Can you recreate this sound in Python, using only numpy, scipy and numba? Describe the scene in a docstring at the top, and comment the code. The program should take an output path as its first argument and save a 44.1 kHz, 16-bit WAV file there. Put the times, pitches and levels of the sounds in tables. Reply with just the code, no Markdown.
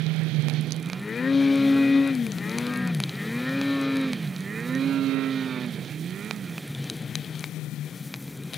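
"""A twin-cylinder two-stroke snowmobile is blipped up and down in deep powder, heard by a helmet camera in a case.
Crank-locked sines hum; crank multiples and gas noise ring pipe resonances, and gulps of air ring the intake.
Lug sines whine on the track's own speed; decaying modes tick in the case; filtered noise makes wind and snow.
A ragged high whistle glides and a second sled hums far off, both late and faint.
Two channels: a shared sound wanders between left and right, with faint separate wind, snow and hiss in each."""
import sys
import numpy as np
from scipy import signal
from scipy.fft import rfft, irfft, next_fast_len
from scipy.io import wavfile
from scipy.ndimage import uniform_filter1d
from numba import njit

SR = 44100
rng = np.random.default_rng(int(sys.argv[2]) if len(sys.argv) > 2 else 0)


def waveform_to_disk(signal):
    """Save audio, clipped to [-1, 1], as 16-bit WAV at the path in sys.argv[1]."""
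    frames = np.transpose(np.atleast_2d(signal))
    scaled = np.clip(frames, -1, 1) * 32767
    samples = np.round(scaled).astype(np.int16)
    wavfile.write(sys.argv[1], SR, samples)


N = 377937

# Engine revs. Each row: time in seconds, crank rate in Hz, firing tone level in dB.
ENGINE_REVS = [(0.0, 78.6, -28), (0.28, 79.1, -30), (0.38, 76.32, -24), (0.62, 75.74, -32),
               (0.81, 80.14, -32), (1.0, 97.46, -40), (1.12, 110.7, -42), (1.19, 123, -31),
               (1.29, 136.1, -22.5), (1.36, 137.7, -20.5), (2.0, 137.6, -18.5), (2.1, 137.4, -26.5),
               (2.22, 117, -30), (2.34, 92.14, -33), (2.41, 99.7, -41), (2.58, 119.1, -31),
               (2.67, 122.5, -30), (2.81, 124.3, -31), (2.91, 122.1, -34.5), (3.01, 96.9, -39.5),
               (3.1, 89.8, -41.5), (3.2, 100.2, -39.5), (3.36, 119.9, -32.5), (3.55, 136.3, -27.5),
               (3.67, 139, -27), (3.98, 135.1, -26.5), (4.08, 132.1, -28.5), (4.18, 110, -37),
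               (4.33, 90.33, -36.5), (4.44, 95.1, -34), (4.56, 110.5, -45), (4.7, 126.3, -31.5),
               (4.77, 133.4, -27), (4.88, 137.1, -24), (5.39, 132.7, -30), (5.66, 124, -35),
               (5.76, 103.2, -38), (5.86, 85, -41), (5.95, 73.94, -41), (6.06, 85.96, -31.5),
               (6.17, 97.4, -40.5), (6.3, 110.5, -36), (6.38, 100.6, -42), (6.47, 89, -37.5),
               (6.61, 76.74, -41), (6.74, 70, -37.5), (6.82, 69, -31.5), (6.93, 69.3, -48),
               (7.18, 76, -35.5), (7.35, 79, -41), (7.55, 77, -37), (7.73, 73.2, -42), (7.83, 75.1, -35),
               (7.95, 71.46, -48), (8.2, 68.9, -42), (8.57, 69.93, -44.5)]
# Throttle blips. Each row: opening and shutting time in seconds, octave level in dB while climbing,
# the same while holding, rasp level in dB.
THROTTLE_BLIPS = [(0.96, 2.1, -37.5, -37.5, -40), (2.359, 2.925, -40, -48, -38.5),
                  (3.11, 4.121, -43, -41.5, -40), (4.378, 5.666, -43, -49, -41.5),
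                  (5.899, 6.296, -46.5, -45, -42)]
# Odd crank multiples from unlike cylinders. Each row: multiple, level in dB against the firing tone's octave.
ODD_MULTIPLES = [(3, -5), (5, -18.5)]
# Crank multiples with their own level in the stack, some weaker, some stronger.
# Each row: multiple, relative level in dB.
SET_MULTIPLES = [(6, -4.5), (8, -0.5), (10, -2.5), (14, -1.5), (18, -4), (28, 4.5), (30, 5.5)]
# Crank multiples that sing out for a while. Each row: start and end in seconds, multiple, level in dB.
SINGING_MULTIPLES = [(1.3, 2.05, 6, -53.5), (1.197, 1.83, 8, -45.5), (1.354, 1.61, 17, -44),
                     (1.5, 2.14, 18, -42), (1.63, 2.15, 14, -42.5), (1.65, 1.96, 10, -48),
                     (1.77, 2.15, 15, -47), (1.5, 1.9, 28, -50), (1.47, 2.1, 26, -51),
                     (1.35, 1.82, 30, -53), (2.4, 2.87, 8, -49.5), (2.67, 2.93, 6, -50.5),
                     (2.63, 2.9, 10, -45.5), (2.652, 2.87, 13, -42), (2.7, 2.93, 15, -43),
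                     (2.5, 2.78, 20, -46), (2.74, 2.8, 18, -40.5), (3.47, 3.999, 13, -44.5),
                     (3.64, 4.1, 9, -46), (3.6, 4.1, 14, -48), (3.883, 4.1, 10, -48.5),
                     (3.549, 4.001, 17, -48), (3.7, 4.02, 16, -47.5), (3.78, 4.16, 18, -45.5),
                     (3.6, 4.1, 29, -51), (4.75, 5.4, 10, -47), (5.04, 5.6, 18, -45.5),
                     (5.051, 5.348, 15, -49.5), (5.14, 5.47, 14, -46.5), (5.35, 5.65, 7, -51.5),
                     (4.85, 5.3, 20, -53), (5.0, 5.6, 28, -52.5), (4.8, 5.65, 3, -47.5)]
# Pipe and cowl resonances that colour the rasp. Each row: centre in Hz, width in Hz, relative level in dB.
PIPE_RESONANCES = [(710, 540, -4), (1040, 99, 4.5), (1225, 200, 3), (1410, 116, 7.5), (1596, 86, 3),
                   (2084, 176, 2), (2415, 90, 9.5), (3010, 290, -12), (3810, 224, -4.5), (4650, 640, -19.5),
                   (5230, 400, -34), (6470, 170, -23)]
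# Intake ringing as the engine pulls. Each row: time in seconds, level in dB.
INTAKE_LEVEL = [(0.0, -56), (0.95, -69), (1.02, -45), (1.1, -39.5), (1.17, -39), (1.22, -39), (1.28, -31.5),
                (1.33, -55.5), (2.1, -51), (2.35, -53), (2.47, -39), (2.6, -47), (2.7, -58), (2.85, -44),
                (2.95, -49.5), (3.05, -60), (3.2, -41.5), (3.3, -39), (3.38, -44), (3.5, -38.5), (3.6, -51),
                (4.05, -45.5), (4.2, -52.5), (4.38, -52), (4.47, -42), (4.6, -38.5), (4.68, -43),
                (4.77, -38.5), (4.85, -67), (5.65, -48.5), (5.85, -65), (6.1, -54), (6.2, -47), (6.35, -53),
                (8.57, -62)]
# Track speed. Each row: time in seconds, lug rate in Hz, lug tone level in dB.
TRACK_SPEED = [(1.1, 147.5, -40), (1.25, 178.5, -35), (1.4, 204.3, -44), (1.65, 212.8, -36),
               (1.9, 240.5, -38), (2.09, 253.3, -47), (2.2, 237.6, -34), (2.3, 224.2, -43),
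               (2.36, 168.9, -33), (2.65, 208, -42), (2.85, 186.3, -29), (2.93, 165.4, -25.5),
               (3.0, 139.8, -26), (3.08, 135, -53), (3.57, 197, -38), (3.8, 217.4, -61), (4.0, 219.9, -42),
               (4.1, 213.5, -35), (4.27, 146, -33), (4.4, 135.1, -64), (4.75, 181.7, -36.5),
               (5.0, 210.3, -50), (5.3, 213.9, -45.5), (5.65, 202.6, -40), (5.83, 140.8, -39),
               (5.9, 133, -49)]
# Upper lug tones, tied to track speed. Each row: multiple, favoured lug rate in Hz, level there in dB,
# loss in dB per Hz away from it.
UPPER_LUG_TONES = [(2, 225, -42, 0.47), (3, 208, -53.5, 0), (6, 227, -41.5, 1)]
# Ticks on the case. Each row: time in seconds, peak level in dB of the low, middle, upper and high mode group
# before the final high-pass.
CASE_TICKS = [(0.0654, -37, -28.5, -36, -51), (0.1621, -39, -50, -43, -41), (0.1926, -49, -43, -56, -43),
              (0.3493, -49, -50, -36, -48), (0.4236, -49, -43, -39, -38), (0.4847, -20.5, -35, -38, -33),
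              (0.4984, -26, -26, -38, -37), (0.5376, -47, -48, -33, -42), (0.6105, -47, -48, -49, -34),
              (0.708, -38, -28, -36, -35), (0.7217, -45, -39, -14.5, -31), (0.7304, -49, -41, -30, -44),
              (0.7641, -49, -33, -39, -33), (0.8598, -50, -32, -40, -35), (0.8699, -50, -37, -43, -54),
              (0.8875, -50, -42, -40, -43), (0.8998, -20, -41, -31, -38), (0.9323, -20, -29, -29, -37),
              (1.0027, -46, -55, -61, -45), (1.5573, -28, -34, -37, -31), (2.0758, -33, -47, -37, -29),
              (2.1519, -43, -50, -27, -30), (2.2667, -23, -42, -33, -28), (2.3198, -44, -31, -21, -38),
              (2.3846, -27, -30.5, -37, -39), (2.4952, -37, -33, -24.5, -38), (2.517, -40, -29, -42, -51),
              (2.5851, -18.5, -30, -18, -21.5), (2.6135, -28, -49, -41, -35),
              (2.6675, -39, -24.5, -34, -32), (2.7377, -22, -44, -35, -33), (2.7602, -36, -29, -36, -40),
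              (2.7739, -35, -50, -41, -29), (2.8744, -27, -38, -28, -28), (2.9481, -30, -28, -29, -27),
              (3.0023, -14.5, -33, -25, -20), (3.0264, -47, -44, -33, -40), (3.0376, -28, -13, -29, -32),
              (3.0943, -32, -22, -32, -40), (3.1546, -44, -33, -44, -42), (3.4938, -28, -34, -41, -45),
              (3.6143, -16, -32, -37, -37), (3.8137, -35, -39, -32, -32), (3.9576, -38, -43, -40, -37),
              (3.9693, -23, -33, -33, -33), (4.1328, -18, -28, -32, -28), (4.2743, -48, -33, -44, -60),
              (4.3632, -40, -28, -29, -46), (4.4065, -43, -55, -30, -34), (4.69, -38, -37, -42, -41),
              (4.7514, -29, -34, -28, -37), (5.0685, -42, -49, -36, -52), (5.8498, -33, -38, -40, -58),
              (5.8806, -50, -42, -40, -50), (6.3103, -13, -30, -41, -38), (6.3282, -47, -46, -56, -39),
              (6.3634, -47, -53, -34, -37), (6.442, -42, -50, -44, -44), (6.5807, -19, -50, -37, -35),
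              (6.6783, -49, -39, -49, -33), (6.7493, -49, -26.5, -35, -43), (6.8421, -32, -52, -28, -34),
              (6.8993, -34, -17, -17, -25), (6.968, -43, -52, -41, -33), (7.1546, -25, -15, -14.5, -23),
              (7.2462, -51, -30, -41, -41), (7.3539, -33, -36, -43, -40), (7.394, -40, -54, -26, -32),
              (7.4072, -43, -33, -38, -31), (7.4413, -18.5, -30, -37, -34), (7.4489, -37, -41, -45, -44),
              (7.4598, -41, -41, -49, -43), (7.5226, -48, -58, -59, -37), (7.7586, -55, -39, -61, -59),
              (8.1407, -20.5, -29, -33, -34), (8.147, -30, -42, -41, -47), (8.1604, -39, -41, -40, -39),
              (8.2797, -36, -41, -45, -53), (8.5349, -33, -23, -30, -31), (8.5425, -29, -25, -44, -24)]
# Case modes in a low, a middle, an upper and a high group. Each row of a group: nominal frequency in Hz,
# nominal relative level in dB, 60 dB decay time in seconds.
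CASE_MODES = [
    [(800, -4, .002), (1500, -1, .0016), (2300, 0, .0016), (2400, -9, .014)],
    [(3300, -4, .005), (3900, 0, .008)],
    [(4500, 0, .004), (5200, -5, .003), (5960, -1, .004)],
    [(7980, -3, .004), (9200, -4, .003), (10500, 0, .004)],
]
# Air and snow. Each row: time in seconds, wind rumble, churned snow and fine hiss level, all in dB.
AIR_LEVELS = [(0.0, -36, -44, -62.5), (0.6, -33, -42, -60), (0.8, -36.5, -47.5, -61.5),
              (1.1, -38, -49, -55.5), (1.45, -36, -37.5, -54), (1.69, -35.5, -38.5, -53),
              (2.0, -37.5, -40, -54), (2.39, -34.5, -49, -51), (2.58, -36.5, -42.5, -51),
              (2.9, -33, -45.5, -55.5), (3.25, -34, -46, -51), (3.65, -35.5, -41.5, -53.5),
              (4.1, -36, -41, -55), (4.51, -37.5, -51, -53), (4.82, -33.5, -45, -54.5),
              (5.3, -40, -43, -55), (5.78, -35, -44, -54), (6.2, -39.5, -49, -53),
              (7.0, -35.5, -44.5, -52.5), (7.4, -39.5, -48.5, -51), (7.7, -40, -55, -54.5),
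              (8.0, -39.5, -50, -50.5), (8.21, -39.5, -54, -53), (8.42, -38, -52, -54),
              (8.52, -38.5, -50.5, -54), (8.545, -39, -41.5, -51), (8.57, -39, -42, -51)]
# Wind rumble spectrum. Each row: frequency in Hz, relative density in dB per Hz.
RUMBLE_SPECTRUM = [(24, -83), (40, -61), (91, -25), (112, -23.5), (128, -8.5), (155, -5), (178, -9.5),
                   (203, -14), (285, -18.5), (413, -24.5), (462, -24.5), (581, -35), (729, -37.5),
                   (1200, -46), (1560, -83), (2640, -120)]
# Churned snow spectrum. Each row: frequency in Hz, relative density in dB per Hz.
SNOW_SPECTRUM = [(410, -0.5), (700, -0.5), (761, 1), (961, -11), (1190, -10.5), (1730, 0), (2030, -1.5),
                 (2310, 3.5), (2860, -6), (3120, 2.5), (3500, 0), (4400, -5), (4900, -12), (6500, -17.5),
                 (8450, -47), (14300, -120)]
# Fine hiss spectrum. Each row: frequency in Hz, relative density in dB per Hz.
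HISS_SPECTRUM = [(2350, -39), (4000, -5), (5250, -3), (5670, -0.5), (7880, -2), (10300, 0), (12900, -4),
                 (15100, 1), (16000, -9)]
# A thin whistle that dips and climbs again. Each row: time in seconds, centre in Hz, level in dB.
WHISTLE_GLIDE = [(7.93, 15640, -85), (8.0, 14980, -68), (8.1, 13840, -60), (8.17, 12930, -59),
                 (8.3, 13770, -63), (8.42, 14890, -68), (8.5, 14430, -75), (8.57, 14830, -75)]
# Firing tone of a second sled across the slope. Each row: time in seconds, frequency in Hz, level in dB.
OTHER_SLED_HUM = [(7.85, 275, -67), (7.97, 282.3, -50), (8.15, 279.8, -50.5), (8.33, 271.7, -47.5),
                  (8.5, 266, -61)]
# Stereo balance. Each row: time in seconds, left minus right in dB.
BALANCE = [(0.0, -21.5), (0.48, -21.5), (0.62, -13.5), (0.74, -14), (0.86, -6), (0.95, -5.5), (1.1, 5.5),
           (1.79, 2), (2.22, 5.5), (3.03, 1.5), (3.96, 1), (4.1, -3), (4.7, -5), (5.01, -10), (5.17, -14),
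           (5.32, -7), (6.35, -8), (6.75, 1.5), (6.97, 2.5), (7.11, 7), (7.45, 7), (7.57, 14.5), (7.73, 14),
           (8.1, 2), (8.5, 2.5), (8.57, 9)]

OPEN_S, SHUT_S = 0.129, 0.1615  # how fast the tone follows the throttle
SHUT_OCTAVE_DB, SHUT_RASP_DB = -60, -49  # with the throttle shut
CLIMB_HZ_PER_S = 45  # revs that climb this fast count as a full climb
FALL_OCTAVE_DB = -4  # the octave sinks while the revs drop
LOPE_DB, LOPE_RATE = 1.5, 32  # off throttle the firing stumbles; rate in Hz
PUTTER_DB, PUTTER_PER_TURN = 2, .36  # off throttle the firing also throbs, slower than the crank
TOP_REVS_HZ, RASP_DB_PER_HZ = 143, 0.2158  # the rasp grows with the revs
CLIMB_RASP_DB = 0.5  # added to the rasp in a full climb
SWELL_S = 0.1  # how fast a singing multiple comes and goes
BLUR_FROM, BLUR_TURNS = 21, .0005  # multiples above this one blur more, by turns for each multiple above
INTAKE_HZ, INTAKE_WIDTH_HZ = 1867., 290.
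GULP_SHARPNESS, GULP_UNEVEN = 83, .35  # shortness of the intake gulps, difference of the cylinders
CRACK_HZ, CRACK_DB, CRACK_S = 3300, 7, 0.000098  # contact crack: pitch, gain, decay
CONTACT_S = 2e-4  # a blow takes a moment to land
EVEN_S, EVEN_SHARE = .07, .6  # time over which the rumble's strength is evened, and how far
TOP_HZ = 15750  # upper edge of the camera's band


def engine():
    """Periodic combustion: sines locked to the crank, plus a pipe and an intake as driven resonators."""
    hz, fire_db = curves(ENGINE_REVS)
    hz = uniform_filter1d(hz, int(.05 * SR))  # the flywheel rounds every change
    climb = uniform_filter1d(np.gradient(hz) * SR, int(0.054 * SR))  # Hz per s
    climbing = np.clip(climb / CLIMB_HZ_PER_S, 0, 1)
    shut = 1 - sum(opening())
    turns = np.cumsum(hz * (1 + .012 * shut * walk(LOPE_RATE))) / SR

    # combustion scatter shakes the crank angle, most while the revs change
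    scatter = .004 + .005 * np.clip(np.abs(climb) / 100, 0, 1)
    shaken = turns + scatter * walk(120) + .009 * walk(15)

    # the stack needs revs; falling revs mean a shut throttle
    load = np.clip((hz - 72) / 32, 0, 1) * np.clip(1.15 + climb / 200, 0, 1)

    _, _, _, _, blip_rasp_db = np.transpose(THROTTLE_BLIPS)
    lack_hz = (1 - shut) * (hz - TOP_REVS_HZ)
    rasp_db = throttle(blip_rasp_db, SHUT_RASP_DB) + RASP_DB_PER_HZ * lack_hz
    rasp_db = rasp_db + CLIMB_RASP_DB * climbing + 1.07 * walk(LOPE_RATE)
    ring_db = curves(INTAKE_LEVEL)[0] + 1.7 * walk(40)  # it flutters

    swells = singing_swells()
    low = firing_tones(turns, fire_db, climb, climbing, shut)
    singing = sum(swell * tone(k * shaken, db, 2.36, rate=12) for k, db, swell in swells)
    gas = np.exp(-(2 * turns % 1) / 3.5) * rng.standard_normal(N)  # two puffs a turn
    rasp = pipe_rasp(load * level(crank_stack(shaken, swells)), gas)
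    return low + singing + undb(rasp_db) * rasp + undb(ring_db) * intake_ring(turns, shaken, gas)


def firing_tones(turns, fire_db, climb, climbing, shut):
    """Two firings a turn give a tone at twice the crank rate, its octave, and odd multiples by asymmetry."""
    _, _, rise_db, hold_db, _ = np.transpose(THROTTLE_BLIPS)
    octave_db = climbing * throttle(rise_db, SHUT_OCTAVE_DB) + (1 - climbing) * throttle(hold_db, SHUT_OCTAVE_DB)
    octave_db = octave_db + FALL_OCTAVE_DB * np.clip(-climb / 100, 0, 1)
    octave_db = octave_db + LOPE_DB * (0.32 + shut) * walk(LOPE_RATE)
    putter_db = PUTTER_DB * np.sin(2 * np.pi * PUTTER_PER_TURN * turns)
    fire_db = fire_db + shut * (LOPE_DB * walk(LOPE_RATE) + putter_db)
    odd = sum(tone(k * turns, octave_db + db, 2.2) for k, db in ODD_MULTIPLES)
    return tone(2 * turns, fire_db, 1.0) + tone(4 * turns, octave_db, 1.5) + odd


def singing_swells():
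    """Amplitude envelopes of selected harmonics: multiple, level in dB, and strength 0-1 over time."""
    s = np.arange(N) / SR
    return [(k, db, np.clip(np.minimum(s - start, end - s) / SWELL_S + .5, 0, 1))
            for start, end, k, db in SINGING_MULTIPLES]


def crank_stack(shaken, swells):
    """Harmonic series with phase jitter: crank multiples that waver, the higher ones blurred most."""
    set_db = dict(SET_MULTIPLES)
    blur = BLUR_TURNS * walk(250)
    stack = np.zeros(N)
    for k in range(6, 42):
        # a singing multiple leaves the stack meanwhile
        rest = 1 - sum(swell for j, _, swell in swells if j == k)
        # the cylinders differ, so odd multiples sound too, by default a little weaker
        db = set_db.get(k, -3 * (k % 2))
        angle = shaken + max(k - BLUR_FROM, 0) * blur
        stack += rest * tone(k * angle, db, 3.0, rate=15)
    return stack


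def pipe_rasp(stack, gas):
    """Forced resonance: the stack and puffs of gas noise drive parallel pipe and cowl band-passes."""
    drive = stack + level(gas, -3)
    pipe = np.zeros(N)
    for i, (hz, width, db) in enumerate(PIPE_RESONANCES):
        pipe += (-1) ** i * undb(db) * svf(drive, float(hz), float(width))  # signs alternate
    return level(pipe)


def intake_ring(turns, shaken, gas):
    """Resonant excitation: two short gulps a turn light up single multiples that climb through the intake's pitch."""
    gulps = np.exp(GULP_SHARPNESS * (np.cos(4 * np.pi * shaken) - 1))
    gulps = gulps * (1 + GULP_UNEVEN * np.sin(2 * np.pi * turns + 1.0))
    ring = svf(level(gulps) + level(gas, -1.0), INTAKE_HZ, INTAKE_WIDTH_HZ)
    return level(svf(ring, INTAKE_HZ, INTAKE_WIDTH_HZ))


def throttle(blip_levels, shut_db):
    """Envelope interpolation: a level in dB rises from its shut value to each blip's own and falls back."""
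    return shut_db + sum(o * (db - shut_db) for o, db in zip(opening(), blip_levels))


def opening():
    """Linear ramps: how far the throttle is open in each blip, 0-1."""
    s = np.arange(N) / SR
    return [np.clip((s - start) / OPEN_S, 0, 1) * np.clip(1 - (s - end) / SHUT_S, 0, 1)
            for start, end, *_ in THROTTLE_BLIPS]


def track():
    """Periodic impact: drive lugs beat the sprockets, giving a tone and multiples; the highest need open throttle."""
    hz, db = curves(TRACK_SPEED)
    s = np.arange(N) / SR
    start, end = TRACK_SPEED[0][0], TRACK_SPEED[-1][0]
    running = np.interp(s, [start - .1, start, end, end + .1], [0, 1, 1, 0])
    turns = np.cumsum(hz) / SR
    octave, *top = [tone(k * turns, best_db - slope * np.abs(hz - best_hz), 1.5, rate=11)
                    for k, best_hz, best_db, slope in UPPER_LUG_TONES]
    return running * (tone(turns, db, 1.3) + octave + sum(opening()) ** 2 * sum(top))


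def faint_ticks():
    """Random impacts, 60 a second: small bright blows whose strength rises and falls in flurries."""
    chance = rng.random((int(60 * N / SR), 6))
    flurry_db = 3 * walk(5)[(chance[:, 0] * N).astype(int)]
    strength_db = -46 - 3.0 * np.log(chance[:, 1] + 1e-3) + flurry_db
    group_db = strength_db[:, None] + [-20, -8, -2, 0] - 12 * chance[:, 2:]
    return np.column_stack([chance[:, 0] * (N / SR - .05), group_db])


def ticks():
    """Modal synthesis: blows on the case ring its four mode groups by different shares."""
    s = np.arange(int(0.02 * SR)) / SR
    landing = 1 - np.exp(-s / CONTACT_S)
    crack = np.sin(2 * np.pi * CRACK_HZ * s) * np.exp(-s / CRACK_S) * landing
    crack = crack / np.abs(crack).max()
    out = np.zeros(N + len(s))
    for at, *group_db in np.vstack([CASE_TICKS, faint_ticks()]):
        # the contact itself cracks broadly, most in the full-bodied blows
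        blow = undb(CRACK_DB + .75 * group_db[0] + 0.33 * group_db[1]) * crack
        for modes, db in zip(CASE_MODES, group_db):
            hz, mode_db, t60 = np.transpose(modes)[:, :, None]
            # the place of the blow shifts and weights the modes
            place = rng.standard_normal((2, len(modes), 1))
            mode_db = mode_db + 2.5 * place[0]
            hz = hz * (1 + .025 * place[1])
            decay = np.exp(-np.log(1000) * s / t60)
            ring = landing * np.sum(undb(mode_db) * np.sin(2 * np.pi * hz * s) * decay, axis=0)
            blow = blow + undb(db) * ring / np.abs(ring).max()
        first = int(at * SR)
        out[first:first + len(s)] += blow
    # the small case holds no bass
    return signal.sosfilt(signal.butter(2, 400, "high", fs=SR, output="sos"), out[:N])


def air():
    """Turbulence and friction as shaped noise: wind buffets the case, the track churns snow, spray and wind hiss."""
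    rumble_db, snow_db, hiss_db = curves(AIR_LEVELS)
    rumble = coloured(RUMBLE_SPECTRUM, flicker_db=1.75, rate=28, bands=[250, 500])
    power = uniform_filter1d(rumble ** 2, int(EVEN_S * SR))
    rumble = level(rumble / power ** (EVEN_SHARE / 2))
    snow = coloured(SNOW_SPECTRUM, flicker_db=1.57, rate=30, bands=[1500, 2800])
    hiss = coloured(HISS_SPECTRUM, flicker_db=.3, rate=15, bands=[7000, 11000])
    gust = undb(1.4 * walk(35))  # gusts of spray sway the whole hiss
    return undb(rumble_db) * rumble + undb(snow_db) * snow + gust * undb(hiss_db) * hiss


def whistle():
    """Random frequency modulation spreads a gliding sine, ragged in pitch and strength, into a narrow noise band."""
    hz, db = curves(WHISTLE_GLIDE)
    return tone(np.cumsum(hz + 320 * walk(400)) / SR, db, 5.0, rate=150)


def other_sled():
    """Amplitude fluctuation: a faint wavering hum from far off, a single sine."""
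    hz, db = curves(OTHER_SLED_HUM)
    return tone(np.cumsum(hz) / SR, db, 1.5, rate=25)


def undb(db):
    """Decibel law: amplitude ratio of a level in dB."""
    return 10 ** (np.asarray(db) / 20)


def level(x, db=0):
    """Root-mean-square normalisation: scale a signal to a given rms level in dB."""
    return x * undb(db) / np.sqrt(np.mean(x ** 2))


def curves(table):
    """Linear interpolation: columns of a table joined by straight lines, one value a sample."""
    s, *columns = np.transpose(table)
    return [np.interp(np.arange(N) / SR, s, c) for c in columns]


@njit
def svf(x, hz, width):
    """Second-order resonance: a state-variable band-pass, gain 1 at the centre."""
    y, band, low = np.empty(len(x)), 0., 0.
    g, k = np.tan(np.pi * hz / SR), width / hz
    for i in range(len(x)):
        v = (band + g * (x[i] + 1e-18 - low)) / (1 + g * (g + k))
        band, low, y[i] = 2 * v - band, low + 2 * g * v, k * v
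    return y


def walk(rate):
    """Smoothed random process: levels held 1 / rate s and slewed twice; spread near 1."""
    k = int(SR / rate)
    steps = np.repeat(rng.standard_normal(N // k + 1), k)
    return 1.3 * uniform_filter1d(uniform_filter1d(steps, k), k)[:N]


def tone(turns, db, waver_db, rate=20):
    """Phase accumulation: a sine of given rms level follows a count of turns and wavers in strength."""
    strength = np.sqrt(2) * undb(db + waver_db * walk(rate))
    return strength * np.sin(2 * np.pi * (turns + rng.random()))


def coloured(spectrum, flicker_db, rate, bands):
    """Spectral shaping: noise of a given spectrum, cut into bands that flicker each on their own."""
    size = next_fast_len(N)
    hz = np.arange(1, size // 2 + 2) * SR / size
    points = np.array(spectrum)
    shape_db = np.interp(np.log(hz), np.log(points[:, 0]), points[:, 1], -99, -99)
    bins = rfft(rng.standard_normal(size)) * undb(shape_db)
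    edges = [0, *bands, SR]
    out = np.zeros(N)
    for bottom, top in zip(edges, edges[1:]):
        band = irfft(bins * (hz >= bottom) * (hz < top), size)[:N]
        out += undb(flicker_db * walk(rate)) * band
    return level(out)


def scene():
    """Superposition: all sources add to one sound, balanced between two channels with some noise of their own."""
    mono = engine() + track() + ticks() + air() + whistle() + other_sled()
    ratio = undb(curves(BALANCE)[0] + 0.15 * walk(40))  # the balance also trembles
    # each channel's electronics add a faint hiss of their own
    own = undb(-67) * rng.standard_normal((2, N))
    # and wind and snow reach each side a little on their own
    wind = [coloured(RUMBLE_SPECTRUM, flicker_db=4.0, rate=9, bands=[110]) for _ in range(2)]
    snow = [coloured(SNOW_SPECTRUM, flicker_db=-0.5, rate=29, bands=[2000]) for _ in range(2)]
    own = own + undb(-54.5) * np.array(wind) + undb(-66.0) * np.array(snow)
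    return mono * np.array([2 * ratio, 2 + 0 * ratio]) / (1 + ratio) + own


def record(dry):
    """Band limitation: the camera cuts the deep bass gently and the top steeply."""
    dry = signal.sosfilt(signal.butter(2, 45, "high", fs=SR, output="sos"), dry)
    return signal.sosfilt(signal.ellip(10, .2, 70, TOP_HZ, fs=SR, output="sos"), dry)


dry = scene()
out = record(dry)
waveform_to_disk(out)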